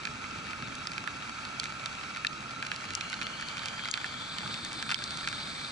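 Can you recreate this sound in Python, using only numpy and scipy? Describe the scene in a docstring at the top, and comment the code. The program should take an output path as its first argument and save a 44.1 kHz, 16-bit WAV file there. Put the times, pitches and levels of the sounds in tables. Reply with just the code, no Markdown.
"""On a motorcycle on a wet road; a small stereo camera sits in a closed housing on the rider's helmet.
From the start, wind and tyre spray hiss through the housing's resonances over a low rumble, air whistles
over its edges, raindrops tick on the shell and gears whine faintly. From 2.2 to 5.1 s the head tips down:
most whistles rise and the whine fades. On the way, the background dips briefly at four hard drops, and
near 4.5 s the moving head meets one buffet of wind. The head stays down to the end."""
import sys
import numpy as np
from scipy import signal
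from scipy.fft import rfft, irfft, next_fast_len
from scipy.io import wavfile

SR = 44100
rng = np.random.default_rng(int(sys.argv[2]) if len(sys.argv) > 2 else 0)


def transcribe(u):
    """Save the signal u as a 16-bit wav file named by the first command-line argument.

    u: samples, shape (n,) or (channels, n), limited to [-1, 1]; the rate is SR.
    q: integer samples, one column per channel.
    """
    v = np.clip(np.atleast_2d(u).T, -1, 1)
    q = np.round(v * 32767).astype(np.int16)
    wavfile.write(sys.argv[1], SR, q)


N = 251811
TIME = np.arange(N) / SR
FFT_SIZE = next_fast_len(N)
BIN_HZ = np.arange(FFT_SIZE // 2 + 1) * SR / FFT_SIZE
SIDES = np.array([[.5], [-.5]])   # splits a left-right difference between the two microphone ports

# Airflow at the helmet, before the buffet: t/s, hiss level/dB, rumble level/dB
RIDE = [(0.0, -43, -46.5), (0.32, -43.5, -47.5), (0.68, -44, -46.5), (1.18, -43.5, -50), (2.02, -43, -49),
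        (2.26, -44.5, -50), (3.44, -41.5, -49), (4.15, -42.5, -51.5), (4.61, -43, -48.5),
        (4.99, -42.5, -47), (5.36, -42, -46.5), (5.71, -42, -49.5)]
# Spectrum of wind and tyre spray outside the housing: f/Hz, relative level/dB
HISS = [(300, -25), (600, -14.5), (1000, -15), (2000, -16), (3000, -22.5), (5000, -21), (7000, -20.5),
        (9000, -32), (11500, -37)]
# Housing cavities, right around the microphones: f/Hz, width/Hz, left lift/dB, right lift/dB
CAVITY = [(884, 56, 6, 6.9), (1284, 354, 9.5, 8), (1580, 350, 6.5, 2.7), (2331, 336, 17, 9.6),
          (3306, 160, -23, 13.4), (4250, 200, 8, 7.9), (4770, 250, -35, 8.3), (7560, 380, -6, 1.8)]
# Spectrum of the wind's rumble on the housing: f/Hz, relative level/dB
RUMBLE = [(12, -33), (20, -17), (43, -10.5), (135, -0.5), (167, -2.5), (238, -1), (325, -6.5), (370, -10),
          (528, -14.5), (600, -13.5), (780, -23), (1320, -120)]
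def wind(buffet_s=4.47, buffet_half_width_s=.1, buffet_hiss_db=2.0, buffet_rumble_db=4.5):
    """Wind and spray hiss through the housing's cavities over a rumble; one buffet lifts both."""
    ride_s, hiss_db, rumble_db = np.transpose(RIDE)
    buffet = np.exp(-((TIME - buffet_s) / buffet_half_width_s) ** 2)
    hiss_gain = from_db(np.interp(TIME, ride_s, hiss_db) + buffet_hiss_db * buffet)
    rumble_gain = from_db(np.interp(TIME, ride_s, rumble_db) + buffet_rumble_db * buffet)
    cavity_db = sum(np.array(db)[:, None] / (1 + (2 * (BIN_HZ - hz) / width) ** 2)
                    for hz, width, *db in CAVITY)
    hiss = gusty_noise(spectrum(HISS) + cavity_db, gust_db=1.1, gust_hz=24.0)
    rumble = gusty_noise(spectrum(RUMBLE), gust_db=-1.6, gust_hz=9.2)
    return hiss_gain * hiss + rumble_gain * rumble


# Whistles at the housing's edges: f head up/Hz, f head down/Hz, width/Hz, level head up/dB,
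# level half way/dB, level head down/dB, leftward bias/relative, left lead/rad
WHISTLES = [(2605, 3660, 180, -57, -52, -50, 7.5, -1.72), (3319, 4050, 610, -66, -51.5, -45, 0.5, -1.14),
            (3833, 5400, 170, -55.5, -51, -82.5, 2, -0.91), (4620, 4620, 280, -61, -58, -52, 3, 0.39),
            (5380, 7900, 90, -72, -69, -67, 10, -1.2), (6120, 8300, 69, -65.5, -72, -62.5, 0.5, -0.083),
            (6400, 8700, 970, -75, -73, -63.5, -1, -0.95)]
def whistles():
    """Air whistles over the edges; tilt shifts pitch and level, and the rougher stream adds flutter."""
    down = tilt()
    flutter = 1 + .015 * down * slow_noise(150).real
    out = 0
    for up_hz, down_hz, width_hz, *db, bias, lead in WHISTLES:
        level_db = np.interp(down, [0, .5, 1], db) + 2.7 * slow_noise(17).real
        pan_db = bias * (2.5 - 0.95 * down)   # tipping down brings both ports into the stream
        hz = flutter * (up_hz + (down_hz - up_hz) * down)
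        out = out + from_db(level_db + pan_db * SIDES) * noisy_tone(hz, width_hz, lead)
    return out


# Single drops on the shell, at very close range: t/s, level/dB, first ring f/Hz, second ring f/Hz,
# brightness/octaves above 1 kHz, spread/octaves, left minus right/dB
DROPS = [(0.0525, -23.5, 2390, 1640, 1.7, 1.6, -8.5), (0.0712, -25, 2390, 1705, 1, 1.5, -0.5),
         (0.241, -25.5, 2480, 2190, 0.3, 1.5, -2.0), (0.5314, -23.5, 1470, 2510, 0.3, 1.5, -5),
         (0.6233, -27, 1280, 1650, 0.3, 2.1, -3.0), (0.7528, -30.0, 3690, 3410, 2.8, 2.0, -1.5),
         (0.871, -24.5, 5050, 4600, 1.75, 3, -2), (0.9177, -32.0, 2380, 4400, 2.2, 2.0, 0.5),
         (0.9797, -21.5, 2360, 1620, 1.4, 1.23, -4), (1.0747, -17, 1710, 1460, 0.26, 1.7, -4.0),
         (1.451, -26.5, 4160, 4390, 0.7, 2.3, -2.0), (1.5983, -18.5, 3330, 4580, 2.26, 1.1, -8.5),
         (1.633, -25, 1370, 2260, 0.3, 2.3, -5), (1.6403, -24.5, 3770, 2320, 2.4, 1.1, 0),
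         (1.6558, -24, 1340, 2340, 0.6, 1.9, -4), (1.8589, -23, 4380, 3760, 1.6, 2.6, -3.5),
         (2.161, -22.5, 1350, 2290, 0.65, 1.4, -3.0), (2.1704, -27.5, 1360, 2400, 0.6, 2.6, -2.0),
         (2.2475, -15, 1750, 2500, 0.33, 1.63, -4), (2.2685, -18.5, 2570, 3940, 1.86, 1.06, 6),
         (2.6254, -20, 2470, 1640, 0.58, 1.76, -4), (2.667, -26.5, 2290, 1380, 1.75, 1.3, -3),
         (2.7161, -17, 2540, 1686, 0.3, 1.93, -4), (2.761, -29, 4650, 4870, 2.1, 2.0, 0.0),
         (2.905, -28, 2430, 1870, 1.8, 1.5, -3.0), (2.9354, -29.5, 1260, 1970, 1.7, 2.5, -3.0),
         (2.951, -17.5, 6400, 5530, 2.9, 1.4, 6), (3.0092, -23.5, 2460, 3830, 1.44, 1.9, -6.0),
         (3.0994, -27.5, 1710, 4230, 2.9, 1.4, -1.5), (3.1203, -32.0, 2490, 2100, 2.4, 2.0, 5),
         (3.129, -18, 1550, 2250, 0.28, 1.7, -6), (3.1403, -26.5, 3950, 4270, 0.3, 2.6, -2),
         (3.214, -22.5, 2450, 1500, 0.6, 2.3, -4), (3.2212, -22.5, 2480, 1320, 0.3, 2.1, -1.5),
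         (3.2292, -30, 2960, 1280, 3.2, 3, -1.5), (3.2675, -21, 3340, 4410, 1.2, 1.04, 1),
         (3.4106, -29.5, 1390, 2320, 3.2, 3.6, 0), (3.4243, -26, 1750, 1500, 0.3, 2.4, -8),
         (3.486, -29.0, 4550, 3660, 2, 1.2, 6), (3.5696, -27, 2430, 1340, 1.3, 1.7, -2),
         (3.58, -27.5, 3690, 3000, 0.45, 2.9, -3.5), (3.593, -26.5, 4070, 4280, 1.25, 1.2, -5.5),
         (3.633, -28.5, 1400, 1700, 0.6, 2, -3), (3.6576, -22.5, 2810, 2150, 2.2, 1.7, -2.5),
         (3.684, -28, 2450, 3340, 2.1, 2.0, -8), (3.793, -28, 2350, 1690, 1, 1.2, -7),
         (3.847, -27.5, 3940, 4320, 1.45, 1, -2.0), (3.855, -19.5, 1480, 2240, 0.4, 1.7, -3),
         (3.876, -33, 2400, 3380, 1.65, 1.3, -11), (3.886, -23, 1440, 4800, 0.3, 2.9, -2),
         (3.9125, -19, 4580, 6600, 2.9, 1.1, 5), (3.9393, -14, 4070, 4200, 1.48, 0.83, -6.0),
         (3.9744, -21.5, 1510, 1665, 0.33, 2.2, -6), (4.0432, -19, 1474, 1740, 0.37, 1.5, -1.5),
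         (4.0612, -32.5, 2410, 3120, 2.1, 1.8, -4.0), (4.3841, -24.0, 3000, 4540, 1.2, 2.1, -4.5),
         (4.432, -26, 837, 1500, 0.1, 1.8, -2), (4.459, -23.5, 1600, 1230, 0.3, 0.93, -4),
         (4.4758, -30, 3800, 2580, 1.4, 2.0, 0.5), (4.5087, -30, 1610, 3800, 0.8, 1.8, 0),
         (4.5416, -25, 4830, 2600, 1.4, 2.2, -1.5), (4.6482, -26, 3640, 1790, 3.3, 2.4, -1.0),
         (4.73, -25.5, 3540, 2360, 3.6, 1.7, 5), (4.8256, -21.5, 1400, 1690, 1, 2.4, -5),
         (4.8915, -18.5, 1480, 1226, 0.73, 1.6, -1), (4.899, -27, 2730, 1570, 1.05, 2.0, 1.5),
         (4.9043, -20.5, 1360, 3560, 0.89, 2.3, 0.5), (4.914, -15.5, 2620, 4600, 0.4, 2.1, 2.0),
         (4.9187, -17.5, 3500, 2560, 0.82, 1.9, -1.0), (4.9217, -16.5, 1355, 3400, 0.3, 1.7, -3),
         (4.933, -35, 1360, 1600, 0.6, 1.8, 9), (4.9437, -16.5, 3320, 2280, 1.85, 0.83, -9.5),
         (4.9883, -30, 4700, 1500, 1.5, 1.8, 0), (5.021, -24, 1620, 4240, 0.45, 1.4, -2),
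         (5.0396, -23, 3630, 3980, 2.5, 0.89, 6), (5.107, -28, 3620, 4260, 1.9, 2.6, -2.5),
         (5.1724, -28.5, 3420, 4340, 3, 3, -0.5), (5.2432, -29, 1750, 1480, 0.4, 1.9, -6),
         (5.2742, -16, 1640, 1440, 0.85, 1.8, -3), (5.2862, -24, 1340, 2510, 2.2, 1.8, -2.5),
         (5.3272, -24.5, 1325, 1660, 0.3, 2.5, -3.5)]
def rain(snap_db=-8.5, snap_db_per_octave=3.5):
    """Each impact snaps, sharper for bright drops, and rings the shell; its spot sets colour and side."""
    s, level_db, first_hz, second_hz, bright, spread, pan_db = np.transpose(DROPS)
    at = np.round(s * SR).astype(int)
    port_db = level_db + pan_db * SIDES

    def strike_db(hz):
        """Each drop's strength at a pitch: 9 dB less one spread away from its brightest."""
        return port_db - 9 * ((np.log2(hz / 1000) - bright) / spread) ** 2

    ringing = shell(at, strike_db, first_hz, second_hz)
    ringing += plinks(at, strike_db, first_hz) + plinks(at, strike_db, second_hz)
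    ringing = highpass(ringing, order=4, hz=750)   # small drops cannot move the whole housing
    ringing = filtered(ringing, np.exp(1j * spectrum(LEAD) * SIDES))
    impacts = np.zeros((2, N))
    impacts[:, at] = from_db(port_db + snap_db + snap_db_per_octave * bright)
    return ringing + highpass(impacts, order=2, hz=6100)


# Modes of the shell, next to the microphones: f/Hz, relative level/dB, t60/s
SHELL = [(792, -19.5, 0.019), (1398, -9, 0.013), (1790, -12, 0.02), (2076, -10, 0.016), (2425, -11, 0.018),
         (2678, -10.5, 0.017), (3136, -11, 0.016), (3530, -13, 0.021), (3925, -5.5, 0.0073),
         (4540, -7, 0.011), (5050, -6.5, 0.0088), (5760, -8.5, 0.0071), (6490, -13.5, 0.02),
         (7400, -9, 0.006), (8900, -16, 0.011), (9600, -19, 0.0078)]
def shell(at, strike_db, first_hz, second_hz, ring_lift_db=7.5, drizzle_per_s=30, drizzle_db=-37):
    """Drops and fine drizzle strike every mode; those near a drop's two ring pitches sound louder."""
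    chance = rng.standard_normal((len(at), len(SHELL), 3))
    drizzle = rng.random(N) < drizzle_per_s * from_db(3.0 * slow_noise(3).real) / SR
    count = drizzle.sum()
    sizes = from_db(drizzle_db + 2.5 * np.minimum(rng.exponential(1, count), 2))
    out = np.zeros((2, N))
    for k, (hz, db, t60) in enumerate(SHELL):
        clicks = np.zeros((2, N))
        dull = from_db(db - 5.5 * np.log2(hz / 2000))   # drizzle loses 5.5 dB an octave
        clicks[:, drizzle] = sizes * dull * (rng.standard_normal(count) + rng.standard_normal((2, count)))
        detuning = np.minimum(np.abs(np.log(hz / first_hz)), np.abs(np.log(hz / second_hz)))
        near_db = ring_lift_db * np.exp(-(detuning / .065) ** 2)
        uneven_db = chance[:, k, 0] + 2 * chance[:, k, 1:].T   # a shared part plus each port's own
        clicks[:, at] = from_db(strike_db(hz) + db + near_db + uneven_db) * (-1) ** k
        out += ring(clicks, hz, t60)
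    return out


def plinks(at, strike_db, hz, gain_db=-9, cycles_to_fade=58, rise_s=.0012):
    """Each drop rings on at a pitch of its own, a sine that swells quickly and dies away."""
    after = np.arange(SR // 25)[:, None]
    cycles = hz * after / SR
    envelope = from_db(gain_db - 60 * cycles / cycles_to_fade) * (1 - np.exp(-after / SR / rise_s))
    plink = envelope * np.sin(2 * np.pi * cycles)
    out = np.zeros((2, N))
    for port, db in zip(out, strike_db(hz)):
        np.add.at(port, at + after, plink * from_db(db))
    return out


# Engine and gear tones from below the rider: f/Hz, level/dB
WHINE = [(143, -68), (1257, -56), (1330, -54), (1366, -54), (1473, -62.5)]
def whine(width_hz=9.5):
    """Engine and gear teeth at steady speed, each tone wavering slightly."""
    tones = sum(from_db(db) * noisy_tone(np.full(N, hz), width_hz)[0] for hz, db in WHINE)
    shade = from_db(-7.0 * tilt())   # the tipped helmet shades the ports
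    return shade * ports(tones, [tones, tones])


# Dips in the background at hard drops: t/s, depth/dB, recovery/s
DIPS = [(2.269, 8, 0.027), (2.95, 6, 0.021), (3.912, 20, 0.014), (4.94, 7, 0.052)]
def dips():
    """A gain that falls suddenly and recovers steadily."""
    depth_db = sum(db * np.interp(TIME - s, [-.002, 0, back / 2, back], [0, 1, 0.42, 0.0088])
                   for s, db, back in DIPS)
    return from_db(-depth_db)


def tilt(start_s=2.2, end_s=5.1):
    """The head tips in one smooth nod, from upright (0) to fully down (1)."""
    part = np.clip((TIME - start_s) / (end_s - start_s), 0, 1)
    return part ** 2 * (3 - 2 * part)


# Likeness of the two microphone ports: f/Hz, shared part of the power/0-1
LIKENESS = [(60, 0.98), (170, 1), (450, 0.74), (900, 0.83), (1400, 0.79), (1900, 0.77), (2300, 1),
            (2650, 0.33), (3300, 1), (3650, 0.085), (4300, 0.98), (5200, 0.24), (6500, 1), (10500, 0.98)]
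# Balance between the ports: f/Hz, left minus right/dB
BALANCE_DB = [(130, 0), (300, -0.5), (700, -2.5), (1400, -5.5), (2600, -10), (5500, 2), (11000, -0.5)]
# Phase between the ports: f/Hz, left lead/rad
LEAD = [(40, -0.38), (170, -0.31), (500, -1.31), (900, -1.32), (1400, -1.03), (1900, 1.86), (2240, 1.34),
        (2900, 1.7), (3350, -0.62), (3900, -0.94), (4700, 1.3), (6500, -1.43), (9500, -0.46)]
def ports(shared, own):
    """Part of the sound reaches both ports, part each alone; the sides differ in level and phase."""
    alike = spectrum(LIKENESS)
    sides = from_db(spectrum(BALANCE_DB) * SIDES) * np.exp(1j * spectrum(LEAD) * SIDES)
    return filtered(shared, np.sqrt(alike) * sides) + filtered(own, np.sqrt(1 - alike) * sides)


def gusty_noise(spectrum_db, gust_db, gust_hz):
    """Coloured noise with a wavering level at both ports; rms 1."""
    white = rng.standard_normal((3, N)) * from_db(gust_db * slow_noise(gust_hz).real)
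    return rms_one(filtered(ports(white[0], white[1:]), from_db(spectrum_db)))


def noisy_tone(hz, width_hz, lead=0):
    """A narrow band of noise on a pitch curve, the left port leading in phase; rms 1."""
    tone = slow_noise(width_hz) * np.exp(2j * np.pi * np.cumsum(hz) / SR)
    return np.sqrt(2) * (tone * np.exp(1j * lead * SIDES)).real


def slow_noise(width_hz):
    """Complex noise twice through a one-pole low-pass; rms 1."""
    r = np.exp(-2 * np.pi * width_hz / SR)
    white = rng.standard_normal(N + SR) + 1j * rng.standard_normal(N + SR)
    return rms_one(signal.lfilter([1], [1, -2 * r, r * r], white)[SR:])


def ring(clicks, hz, t60):
    """A unit click sets a sine of height 1 ringing."""
    r, w = from_db(-60 / (t60 * SR)), 2 * np.pi * hz / SR
    return signal.lfilter([0, np.sin(w)], [1, -2 * r * np.cos(w), r * r], clicks + 1e-18)


def highpass(x, order, hz):
    """Cut the lows."""
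    return signal.sosfilt(signal.butter(order, hz, "high", fs=SR, output="sos"), x + 1e-18)


def filtered(x, gain):
    """Apply a gain per frequency bin, giving two channels."""
    return irfft(rfft(x, FFT_SIZE) * gain, FFT_SIZE)[:, :N]


def spectrum(points):
    """Read (f/Hz, value) points at every bin, on a log axis."""
    hz, value = np.transpose(points)
    return np.interp(np.log(BIN_HZ + 1), np.log(hz + 1), value)


def from_db(db):
    """Decibels to gain."""
    return 10 ** (np.asarray(db) / 20)


def rms_one(x):
    """Scale to rms 1."""
    return x / np.sqrt(np.mean(np.abs(x) ** 2) + 1e-20)


def scene():
    """At the helmet: wind, whistles and whine dip together, with the rain on top."""
    return (wind() + whistles() + whine()) * dips() + rain()


def record(dry):
    """In the camera, peaks are rounded and the treble ends in two steps."""
    rounded = .45 * np.tanh(dry / .45)
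    shelved = signal.sosfilt(signal.cheby2(20, 20, 11150, fs=SR, output="sos"), rounded)
    return signal.sosfilt(signal.cheby2(12, 60, 12355, fs=SR, output="sos"), shelved)


dry = scene()
out = record(dry)
transcribe(out)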